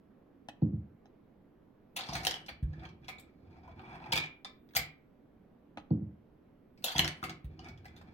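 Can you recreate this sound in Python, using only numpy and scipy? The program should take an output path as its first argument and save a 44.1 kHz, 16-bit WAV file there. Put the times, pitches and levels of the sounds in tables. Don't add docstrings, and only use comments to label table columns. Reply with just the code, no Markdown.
import sys
import numpy as np
from scipy import signal
from scipy.fft import rfft, irfft, next_fast_len
from scipy.io import wavfile
from scipy.ndimage import uniform_filter1d

SR = 44100
rng = np.random.default_rng(int(sys.argv[2]) if len(sys.argv) > 2 else 0)


def output_pcm(signal):
    pcm = np.clip(np.atleast_2d(signal).T, -1, 1) * 32767
    wavfile.write(sys.argv[1], SR, np.round(pcm).astype(np.int16))


def attenuation_scalar(level_db):
    decades = np.asarray(level_db, float) / 20
    return 10 ** decades


N = 358533

# f/Hz, density/dB per Hz
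AIR = [(22, -16), (40, -5), (62, -7), (100, -9), (160, -4), (250, 1), (320, -5.5), (500, -9.5),
       (1000, -21.5), (2300, -32.5), (4000, -43), (8000, -55.5), (10500, -54), (12800, -44.5), (16000, -57)]
# f/Hz, correlation/1
SAME = [(30, 1), (180, 1), (550, 0.25), (1650, 0.52), (5000, 0.14)]
# t/s, peak level/dB,
# brightness/dB per octave
PUTTS = [
    (0.4858, -31, 2),
    (0.4935, -48, -4.5),
    (1.056, -50, 2.5),
    (5.7725, -30.5, -2),
    (5.7824, -38, 1.5),
    (5.80, -47, -2.5),
]
# f/Hz, level/dB
PUTTER = [(300, -22.5), (550, 4), (900, -7), (1700, 15.5), (2600, 0), (4100, 3.5), (6300, -16.5),
          (15000, -40)]
# f/Hz, level/dB, t60/s
BALL = [(300, -5.5, 0.06), (558, -6, 0.03), (810, 0.5, 0.02), (1250, -6, 0.03), (1850, -6, 0.015),
        (2578, -14, .05), (3100, -9.5, .012), (4050, -18, 0.045), (5000, -20, .015), (6300, -28, .04)]
# t/s, peak level/dB, contact/s
LANDINGS = [
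    (0.616, -15.5, 0.0015),
    (0.636, -34, 0.0017),
    (0.727, -24, 0.0079),
    (0.772, -53, 0.008),
    (5.903, -16.5, 0.0011),
    (5.922, -35, 0.0022),
    (6.014, -29, 0.0048),
    (6.053, -44.5, 0.0047),
    (6.13, -58, 0.0018),
]
# f/Hz, level/dB, t60/s
BACKSTOP = [(79, -13, 0.26), (111, -1, 0.08), (165, 5, 0.071), (200.7, 3, 0.084), (219.7, -9.5, 0.18),
            (266.3, -5, 0.094), (312.7, -5, 0.12), (397, -13.5, 0.042), (520, -16.5, 0.038),
            (684, -16.5, 0.013), (825, -16, 0.011), (4530, -15, 0.02)]
# f/Hz, level/dB, t60/s
RACK = [(2000, -16, 0.015), (2760, -31, 0.013), (3050, -21.5, 0.025), (3190, -16.5, 0.038),
        (3400, -7.5, 0.0083)]
# f/Hz, level/dB, t60/s
HOLLOW = [(736, -3, 0.03), (800, -3, 0.025), (880, -6, 0.022), (1300, -2, 0.014)]
# f/Hz, level/dB, t60/s
WIRE = [(2230, -10, .06), (2290, -4, .11), (2345, -8, .06), (2395, -3, .14), (2470, -9, .06),
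        (3250, -17, .05), (3420, -16, .07), (5300, -21, .05)]
# f/Hz, level/dB
SNAP = [(6800, 1), (7900, 3), (9500, -5.5), (11200, -5.5), (13200, -3), (15800, -7.5)]
SHELL = [(1200, -8), (1750, 0), (2300, 1.5), (3300, -3.5), (4600, 4.5), (5800, -12), (7600, -15.5)]
RAILS = [(1200, 3.5), (2000, 3.5), (3000, -14), (4700, -15), (7000, -42.5)]
HOUSING = [(290, -2.5), (500, -10.5), (760, -3.5), (1000, -3), (1600, -7.5)]
FIZZ = [(4200, -3), (5200, 0.5), (6500, -7.5), (7600, -5.5), (9200, -2.5), (11000, -13.5), (15000, -20)]
# t/s, peak level/dB, own ring f/Hz, relative snap/dB
LEVER = [(1.9622, -27, 3800, -6), (1.9889, -31, 3910, -32), (2.0074, -30.5, 3796, -40),
         (2.0344, -36.5, 3234, -22), (2.06, -43.5, 2100, -23.5), (2.0872, -31, 1010, -24),
         (2.1321, -31.5, 5640, -14.5), (2.151, -23.5, 2130, -13), (2.1644, -33, 2294, -17),
         (2.18, -38.5, 2356, -17), (2.2, -42.5, 1900, -17), (2.232, -36, 5426, -15),
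         (6.775, -55.5, 2276, -20), (6.822, -52, 5000, -9), (6.8401, -21, 3690, -2),
         (6.8804, -27.5, 3470, -20), (6.86, -29, 3463, -19), (6.9042, -33, 3100, -14.5),
         (6.917, -33, 6240, -13), (6.9516, -28, 920, -28.5), (6.9601, -25.5, 3290, -17.5)]
# t/s, peak level/dB, own ring f/Hz, relative snap/dB
SHUNTS = [(2.2493, -18, 3800, -9), (2.2684, -8.5, 3220, -15.5), (2.277, -31, 3320, -19.5),
          (2.3095, -21.5, 3060, -21), (2.3401, -26.5, 3120, -21), (2.358, -32.5, 3094, -20.5),
          (6.981, -16, 3630, -13), (6.9921, -9, 3070, -14), (7.0086, -29, 3400, -15),
          (7.0452, -20.5, 3190, -16.5), (7.077, -20, 3050, -17.5)]
# t/s, peak level/dB, own ring f/Hz, relative snap/dB
DROPS = [(2.4618, -45.5, 3960, -26), (2.4827, -36, 2144, -20), (2.4887, -33, 2170, -19),
         (2.52, -67.5, 3800, -11.5), (2.6273, -54, 1690, -8.5), (2.7317, -50, 1670, -44),
         (2.794, -52.5, 3050, -29), (2.8345, -49.5, 1720, -25), (2.8524, -41.5, 3140, -27),
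         (2.8883, -48, 3270, -37.5), (3.0445, -53, 3130, -40), (3.075, -61, 3280, -5),
         (3.0815, -34, 2060, -19), (3.0874, -33.5, 2170, -13), (3.097, -39.5, 2230, -25.5),
         (3.1835, -45.5, 2220, -8), (3.1955, -54.5, 2300, 7), (7.2275, -30, 1230, -19.5),
         (7.2382, -27.5, 2140, -12.5), (7.255, -37.5, 2300, -23), (7.285, -48, 2940, -23),
         (7.2943, -30.5, 2180, -21.5), (7.4441, -53.5, 1730, -6), (7.5915, -40.5, 3070, -40),
         (7.6273, -63, 2060, -38), (7.644, -45.5, 3760, -40), (7.662, -58, 3000, -30.5),
         (7.6845, -43.5, 2200, -22), (7.7749, -54, 3400, -21.5), (7.8448, -52, 1640, -17),
         (7.854, -42, 1950, -14.5), (7.879, -54.5, 3400, -26), (7.9632, -48, 3600, -16),
         (7.9758, -52, 3530, -15), (8.012, -47, 780, -22)]
# t/s, peak level/dB, own ring f/Hz, relative snap/dB
RETURN = [(4.12, -20.5, 3310, -27), (4.1235, -17.5, 3274, -20), (4.1325, -23.5, 2330, -10),
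          (4.156, -22, 2220, -6), (4.164, -25.5, 4800, -12.5), (4.1744, -19, 2290, -18.5),
          (4.186, -42.5, 2370, -20.5), (4.2, -33, 3100, -20), (4.214, -49.5, 2370, -15),
          (4.238, -34.5, 3000, -23), (4.2562, -37, 2300, -20.5), (4.4463, -32, 3660, -33.5),
          (4.4505, -37.5, 3460, -38), (4.465, -56, 3480, -14), (4.6888, -57, 1620, -38),
          (4.708, -54, 2230, -18.5), (4.7353, -50.5, 1640, -33), (4.1245, -27, 12520, -5),
          (4.16, -39, 12500, -10)]
# t/s, peak level/dB, own ring f/Hz, relative snap/dB
SLAM = [
    (4.7505, -24.5, 4180, -12),
    (4.7565, -23, 6120, -12.5),
    (4.761, -18, 3196, -12),
    (4.7648, -14.5, 2287, -7.5),
    (4.7658, -15, 13190, -5.5),
    (4.79, -31, 3340, -21.5),
    (4.815, -39, 4360, -18.5),
]
# t/s, peak level/dB, own ring f/Hz, relative snap/dB
BUMPS = [(3.449, -67, 1280, -45.5), (3.527, -62.5, 2330, -36), (3.5565, -66.5, 1180, -30),
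         (3.634, -57.5, 1170, -28), (3.648, -63, 1125, -32.5), (3.676, -45.5, 1000, -27.5),
         (3.715, -63, 3460, -23), (3.761, -67, 2320, -27), (3.7934, -45.5, 2226, -31),
         (3.815, -59, 3400, -12), (3.8623, -52, 2420, -28), (3.9286, -48, 1200, -31),
         (3.95, -50, 2360, -19.5), (4.0, -47, 870, -27), (4.0394, -44.5, 2340, -32),
         (4.06, -45.5, 900, -27)]
# blows, hollow body/dB for a medium blow, rack share/dB,
# chatter/s, buzz level/dB, buzz/s, own ring/dB, crack/dB
PARTS = [
    (LEVER, -19, -6.5, 0.005, -13.5, 0.016, 3.3, -5.5),
    (SHUNTS, -20, 0, 0.0016, -33, 0.0082, 2.8, 0.5),
    (DROPS, -9.5, -10, 0.0042, -17.5, 0.0098, 7, -2.1),
    (RETURN, -11, 1, 0.0036, -25.5, 0.005, 2.5, 0),
    (SLAM, -19, -7, 0.0025, -27.5, 0.013, 2.8, 0.94),
    (BUMPS, 2, 0, 0.0046, -18.5, 0.0087, 12, -2.3),
]
# t/s, peak level/dB
TWANGS = [(2.488, -55), (3.086, -39), (3.18, -63), (4.126, -25.5), (4.156, -28), (4.179, -37.5),
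          (4.213, -34), (4.256, -54), (4.451, -50.5), (4.763, -36), (7.237, -50), (7.294, -71),
          (7.685, -55), (7.854, -59.5)]
# t/s, peak level/dB, contact/s
THUMPS = [(2.088, -31, 0.001), (2.126, -50, 0.0016), (2.151, -28.5, 0.0017), (2.187, -35, 0.0018),
          (2.269, -42.5, 0.0027), (2.507, -40.5, 0.0059), (2.623, -14, 0.013), (2.777, -34.5, 0.0033),
          (3.012, -42, 0.0022), (4.122, -42, 0.0023), (4.134, -27, 0.00043), (4.158, -53, 0.0023),
          (4.757, -33.5, 0.00227), (4.789, -35, 0.0012), (6.954, -26, 0.00032), (6.989, -25, 0.00092),
          (7.038, -52.5, 0.0048), (7.226, -35, 0.0012), (7.3, -38.5, 0.0021), (7.44, -24.5, 0.012),
          (7.678, -40.5, 0.012), (7.73, -37, 0.01), (7.842, -44.5, 0.011)]
# f/Hz, level/dB, t60/s
BOARDS = [(74.6, -9.5, 0.058), (108, -9.5, 0.05), (151.6, -4, 0.37), (157, -6, 0.11), (222, 1, 0.023),
          (295.3, -6, 0.57), (412.6, -31, 0.2)]
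RUMBLE = [(76, -8, 0.066), (90.6, -9.5, 0.1), (153, -8, 0.09), (253, -8.5, 0.037), (319, -6.5, 0.05),
          (377.7, -10, 0.12)]
# t/s, vigour/dB, weight pressed into the floor/dB
RACK_RUNS = [
    [(1.96, -3.5, -18), (2.07, -8, -13), (2.136, -3.5, 1), (2.204, -6.5, 0), (2.364, -8.5, -16.5),
     (2.47, -26, -7)],
    [(6.84, -5.5, -46), (6.89, -2.5, -39.5), (6.94, -14, -34), (6.99, -2.5, 10.5), (7.094, -7.5, -4.5),
     (7.15, -17.5, -34), (7.2, -20, -8.5), (7.3, -37, 1.5), (7.4, -57, -19)],
]
# t/s, vigour/dB, weight pressed into the floor/dB
RAMP_RUNS = [
    [(2.68, -23, -25), (2.77, -11.5, -5.5), (2.854, 3.5, 4), (2.97, -65, -14.5), (3.034, -7.5, -9.5),
     (3.3, -16.5, -15)],
    [(3.3, -32, -21), (3.45, -21, -16.5), (3.68, -9, -6.5), (3.76, -11.5, -4), (3.84, -6.5, -7),
     (3.95, -3.5, -7), (4.098, -3, -1), (4.2, -7, -7.5), (4.3, -15.5, -23)],
    [(7.5, -12.5, -2), (7.58, -16.5, -8.5), (7.662, 3.5, 3.5), (7.76, -21, -14.5), (7.984, -13, -12),
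     (8.13, -14, -10.5)],
]
# level/dB at full vigour, slope/dB per dB of vigour
ON_RACK = [
    (-52, 0.9),
    (-64, 0.8),
    (-41.5, 1.86),
    (-46, 2),
]
ON_RAMP = [
    (-54.5, 1.26),
    (-82.5, 1.4),
    (-58, 1.16),
    (-79.5, 0.37),
]
# t/s, level/dB
SAG = [
    [(2.68, -71), (2.75, -51), (2.9, -62), (3.1, -67), (3.36, -67.5), (3.44, -59.5), (3.81, -57),
     (3.9, -68.5), (4.1, -75.5)],
    [(7.47, -74), (7.52, -54), (7.69, -53.5), (7.83, -57), (8.0, -63), (8.13, -64.5)],
]
# t/s, f/Hz, level/dB
SPAN = [
    (3.45, 703, -82),
    (3.59, 745, -70),
    (3.646, 770, -60),
    (3.706, 670, -57.5),
    (3.758, 795, -72),
    (3.788, 878, -64),
    (4.068, 843, -54),
    (4.104, 760, -73),
    (4.11, 810, -45),
]
# f/Hz, t60/s
ROOM = [(100, 0.38), (500, 0.36), (2500, 0.33), (6000, 0.19), (14000, 0.14)]
# delay t/s, left port lead/samples, level/dB
EARLY = [
    (.0013, 4.5, -6),
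    (.0041, -3, -9.5),
    (.0089, 0.5, -9),
]
# f/Hz, left minus right/dB
PORTS = [(60, -0.5), (130, -.5), (290, -1.5), (640, 2.5), (1410, -.5), (3100, -1.5), (6820, 3.5),
         (15000, 0)]

RING_S = (.15, .02, .1, .02, .2)
MAIN_TOUCH_S = .0011


def evened(x):
    return x / np.sqrt(np.mean(x ** 2) + 1e-20)


def read(points, hz):
    f, value = np.transpose(points)
    return np.interp(np.log(hz + 1), np.log(f + 1), value)


def add(mix, s, db, sound):
    part = mix[round(s * SR):][:len(sound)]
    part += attenuation_scalar(db) * sound[:len(part)] / abs(sound).max()


def butter(x, order, edge_hz, kind):
    return signal.sosfilt(signal.butter(order, edge_hz, kind, fs=SR, output="sos"), x)


def excite(force, response):
    return signal.fftconvolve(force, response)[:len(force)]


def ring(modes, length=0.1, detune=0., spread_db=0., sign=-1.0104):
    hz, db, t60 = np.transpose(modes)[:, :, None]
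    chance = rng.standard_normal((2, len(modes), 1))
    t = np.arange(round(length * SR)) / SR
    level = attenuation_scalar(db + spread_db * chance[0] - 60 * t / t60)
    level *= sign ** np.arange(len(modes))[:, None]
    return (level * np.sin(2 * np.pi * hz * (1 + detune * chance[1]) * t)).sum(0)


def crowd(spectrum, t60, count):
    place = (np.arange(count) + rng.random(count)) / count
    hz = spectrum[0][0] * (spectrum[-1][0] / spectrum[0][0]) ** place
    return list(zip(hz, read(spectrum, hz), t60 * rng.uniform(0.32, 1.14, count)))


def chatter(length, tail_db=-27, tail=0.034, rise=1e-4):
    t = np.arange(5000) / SR
    size, often, buzz = rng.standard_normal((3, 5000))
    touches = size ** 2 * np.sign(size) * (abs(often) < .4)
    touches += 9 * (abs(t - MAIN_TOUCH_S) < .5 / SR)
    touches *= np.exp(-t / length)
    swell = (1 - np.exp(-t / rise)) * np.cos(t / t[-1] * np.pi / 2)
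    return (touches + attenuation_scalar(tail_db) * buzz ** 3 * np.exp(-t / tail)) * swell


def air():
    frames, hz = N // 256 + 5, np.fft.rfftfreq(1024, 1 / SR)
    a, b, c, d, patches = rng.standard_normal((frames, 513, 5)).T
    patches = evened(uniform_filter1d(uniform_filter1d(patches, 8, axis=0), 14, axis=1))
    same = read(SAME, hz)[:, None]
    left = a + 1j * b
    right = same * left + np.sqrt(1 - same ** 2) * (c + 1j * d)
    z = np.array([attenuation_scalar(1.5) * left, attenuation_scalar(4.0) * right]) * attenuation_scalar(read(AIR, hz)[:, None] + patches)
    noise = signal.istft(z, nperseg=1024, noverlap=768)[1][:, :N]
    return attenuation_scalar(-61.5) * evened(noise)


def putts():
    out = np.zeros(N)
    head = crowd(PUTTER, 0.0017, count=90) + [(hz, db - 9, t60) for hz, db, t60 in BALL]
    for s, db, bright_db in PUTTS:
        tilted = [(hz, level + bright_db * np.log2(hz / 900), t60) for hz, level, t60 in head]
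        touch = chatter(0.0017, tail_db=-20, tail=0.0077)
        click = butter(touch, 3, (1000, 3800), "band")
        rings = excite(touch, ring(tilted, detune=.015, spread_db=2.0))
        add(out, s, db, rings + attenuation_scalar(18.5) * click)
    return out


def thuds(rows, modes, lag, sign):
    out, body = np.zeros(N), ring(modes, length=0.78, sign=sign)
    for s, db, contact in rows:
        u = np.arange(800) / SR / contact
        add(out, s + lag, db, signal.fftconvolve(u * np.exp(-3 * u), body))
    return out


def landings():
    return thuds(LANDINGS, BACKSTOP, lag=.003, sign=-1.212)


def rolling():
    clumps = evened(uniform_filter1d(uniform_filter1d(rng.standard_normal(N), 900), 900))
    size = attenuation_scalar(3.2 * np.minimum(rng.exponential(1, N), 4) + 2.5 * clumps)
    ticks_per_s = 1100
    ticks = size * (rng.random(N) < ticks_per_s / SR) * rng.choice([-1, 1], N)
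    spot, t, layers = rng.integers(0, 5, N), np.arange(N) / SR, np.zeros((5, N))
    for k in range(5):
        wire = [(hz, db + 8.5, t60) for hz, db, t60 in WIRE] + crowd(RAILS, 0.025, count=60)
        fizz = crowd(FIZZ, 0.012, count=50)
        hollow = HOLLOW + crowd(HOUSING, 0.0028, count=12)
        crunch = crowd(SHELL, 0.013, count=50)
        for layer, modes, lasts in zip(layers, (wire, fizz, hollow, crunch, RUMBLE), RING_S):
            body = ring(modes, length=lasts, detune=0.007, spread_db=5.0)
            layer += signal.oaconvolve(ticks * (spot == k), body)[:N]
    out = sag(ticks) + span(ticks)
    layers = [evened(layer) for layer in layers]
    for runs, coupling in ((RACK_RUNS, ON_RACK), (RAMP_RUNS, ON_RAMP)):
        for s, vigour_db, weight_db in map(np.transpose, runs):
            fade = np.clip(np.minimum(t - s[0], s[-1] - t) / 0.0038 + .5, 0, 1)
            vigour = np.interp(t, s, vigour_db)
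            for layer, (db, slope) in zip(layers, coupling):
                out += fade * attenuation_scalar(db + max(slope, .4) * vigour) * layer
            out += fade * attenuation_scalar(-50 + np.interp(t, s, weight_db)) * layers[4]
    return out


def clacks():
    out = np.zeros(N)
    for blows, housing_db, rack_db, length, buzz_db, buzz_s, own_db, crack_db in PARTS:
        for s, db, hz, snap_db in blows:
            touch = chatter(length, tail_db=buzz_db, tail=buzz_s, rise=.00089)
            t = np.arange(len(touch)) / SR
            first = touch * np.exp(-t / .006)
            rack = [(f, level + rack_db, t60) for f, level, t60 in RACK]
            clear = ring(rack + [(hz, own_db, .017)], length=0.07, detune=0.03, spread_db=4.0)
            focused = [(f, level - 2 * abs(np.log2(f / hz)), t60)
                       for f, level, t60 in crowd(SHELL, 0.0036, count=70)]
            shell = ring(focused, length=.025, spread_db=2.5) * attenuation_scalar(-2.0)
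            edges = np.minimum(hz * 2 ** np.array([-1.1, 1.1]), SR / 2.2)
            crack = butter(touch, 2, edges, "band")
            hollow = ring(HOLLOW + crowd(HOUSING, 0.012, count=16), detune=0.0085, spread_db=5.0)
            add(out, s, db, excite(first, clear) + excite(touch, shell) + attenuation_scalar(crack_db + 14.5) * crack)
            hollow_db = db + housing_db + 0.0861 * (db + 30)
            add(out, s, hollow_db, signal.fftconvolve(touch, hollow))
            delayed = touch * (1 - np.exp(-t / .00098))
            snap = ring(crowd(SNAP, 0.0026, count=70), length=.02)
            add(out, s, db + snap_db + 0.5, signal.fftconvolve(delayed, snap))
    twangs(out)
    return butter(out, 3, 261, "high")


def twangs(out):
    for s, db in TWANGS:
        rattle = chatter(.012, tail_db=-24, tail=.04)
        add(out, s, db, signal.fftconvolve(rattle, ring(WIRE, length=.55, detune=.006, spread_db=1.5)))


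def thumps():
    return thuds(THUMPS, BOARDS, lag=.0026, sign=.91)


def resonate(x, hz, width):
    turn, r = np.exp(2j * np.pi * np.cumsum(hz) / SR), np.exp(-np.pi * width / SR)
    return 2 * (turn * signal.lfilter([1 - r], [1, -r], x / turn)).real


def sag(ticks):
    t, hz = np.arange(N) / SR, np.full(N, 84)
    hum = evened(resonate(resonate(ticks, hz, 20), hz, 50))
    hum *= attenuation_scalar(4 * np.sin(2 * np.pi * 17 * t))
    return hum * sum(attenuation_scalar(np.interp(t, s, db, -120, -120)) for s, db in map(np.transpose, SAG))


def span(ticks):
    t, (s, hz, db) = np.arange(N) / SR, np.transpose(SPAN)
    pitch = np.interp(t, s, hz)
    fade = np.clip(np.minimum(t - s[0], s[-1] - t) / .02 + .5, 0, 1)
    song = evened(resonate(resonate(ticks, pitch, 160), pitch, 300))
    return fade * attenuation_scalar(-3 + np.interp(t, s, db)) * song


def later(x, lead, wrap_hz):
    size = next_fast_len(N)
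    hz = np.fft.rfftfreq(size, 1 / SR)
    delay = lead / SR / (1 + (wrap_hz / (hz + 1)) ** 2)
    return irfft(rfft(x, size) * np.exp(-2j * np.pi * hz * delay), size)[:N]


def ports(x, lead, wrap_hz):
    return np.array([later(x, -lead / 2, wrap_hz), later(x, lead / 2, wrap_hz)])


def heard(x, lead, room_db, wrap_hz=700):
    taps = np.zeros((2, SR // 2))
    at = np.arange(160, SR // 2 - 20, 20) + rng.integers(0, 20, (2, (SR // 2 - 161) // 20))
    np.put_along_axis(taps, at, rng.choice([-1., 1.], at.shape), 1)
    hz, t, z = signal.stft(taps, SR, nperseg=256)
    same = 1 / (1 + (hz[:, None] / 600) ** 4)
    z[1] = same * z[0] + np.sqrt(1 - same ** 2) * z[1]
    tail = signal.istft(z * attenuation_scalar(-60 * t / read(ROOM, hz)[:, None]), SR, nperseg=256)[1]
    tail *= attenuation_scalar(room_db) / np.linalg.norm(tail[0])
    direct = ports(x, lead, wrap_hz)
    for s, skew, db in EARLY:
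        late = np.pad(x, (round(s * SR), 0))[:N]
        direct += attenuation_scalar(db) * ports(late, skew, 700)
    return attenuation_scalar(-1.0) * direct + signal.fftconvolve(x[None], tail, axes=1)[:, :N]


def scene():
    dispenser = heard(clacks() + rolling() + thumps(), lead=14.3, room_db=-5.0)
    putter = heard(putts(), lead=9.2, room_db=-12.5)
    backstop = heard(landings(), lead=-13.4, room_db=-5.5, wrap_hz=60)
    return butter(dispenser + putter + backstop, 7, 60., "high") + air()


def top_cut(x):
    return signal.sosfilt(signal.butter(12, 16810, fs=SR, output="sos"), x)


def record(dry):
    size = next_fast_len(N)
    hz = np.fft.rfftfreq(size, 1 / SR)
    tilt_db = read(PORTS, hz) / 2
    response = attenuation_scalar([tilt_db, -tilt_db]) * (hz < 15900)
    mix = irfft(rfft(dry, size) * response, size)[:, :N]
    return top_cut(mix)


dry = scene()
out = record(dry)
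output_pcm(out)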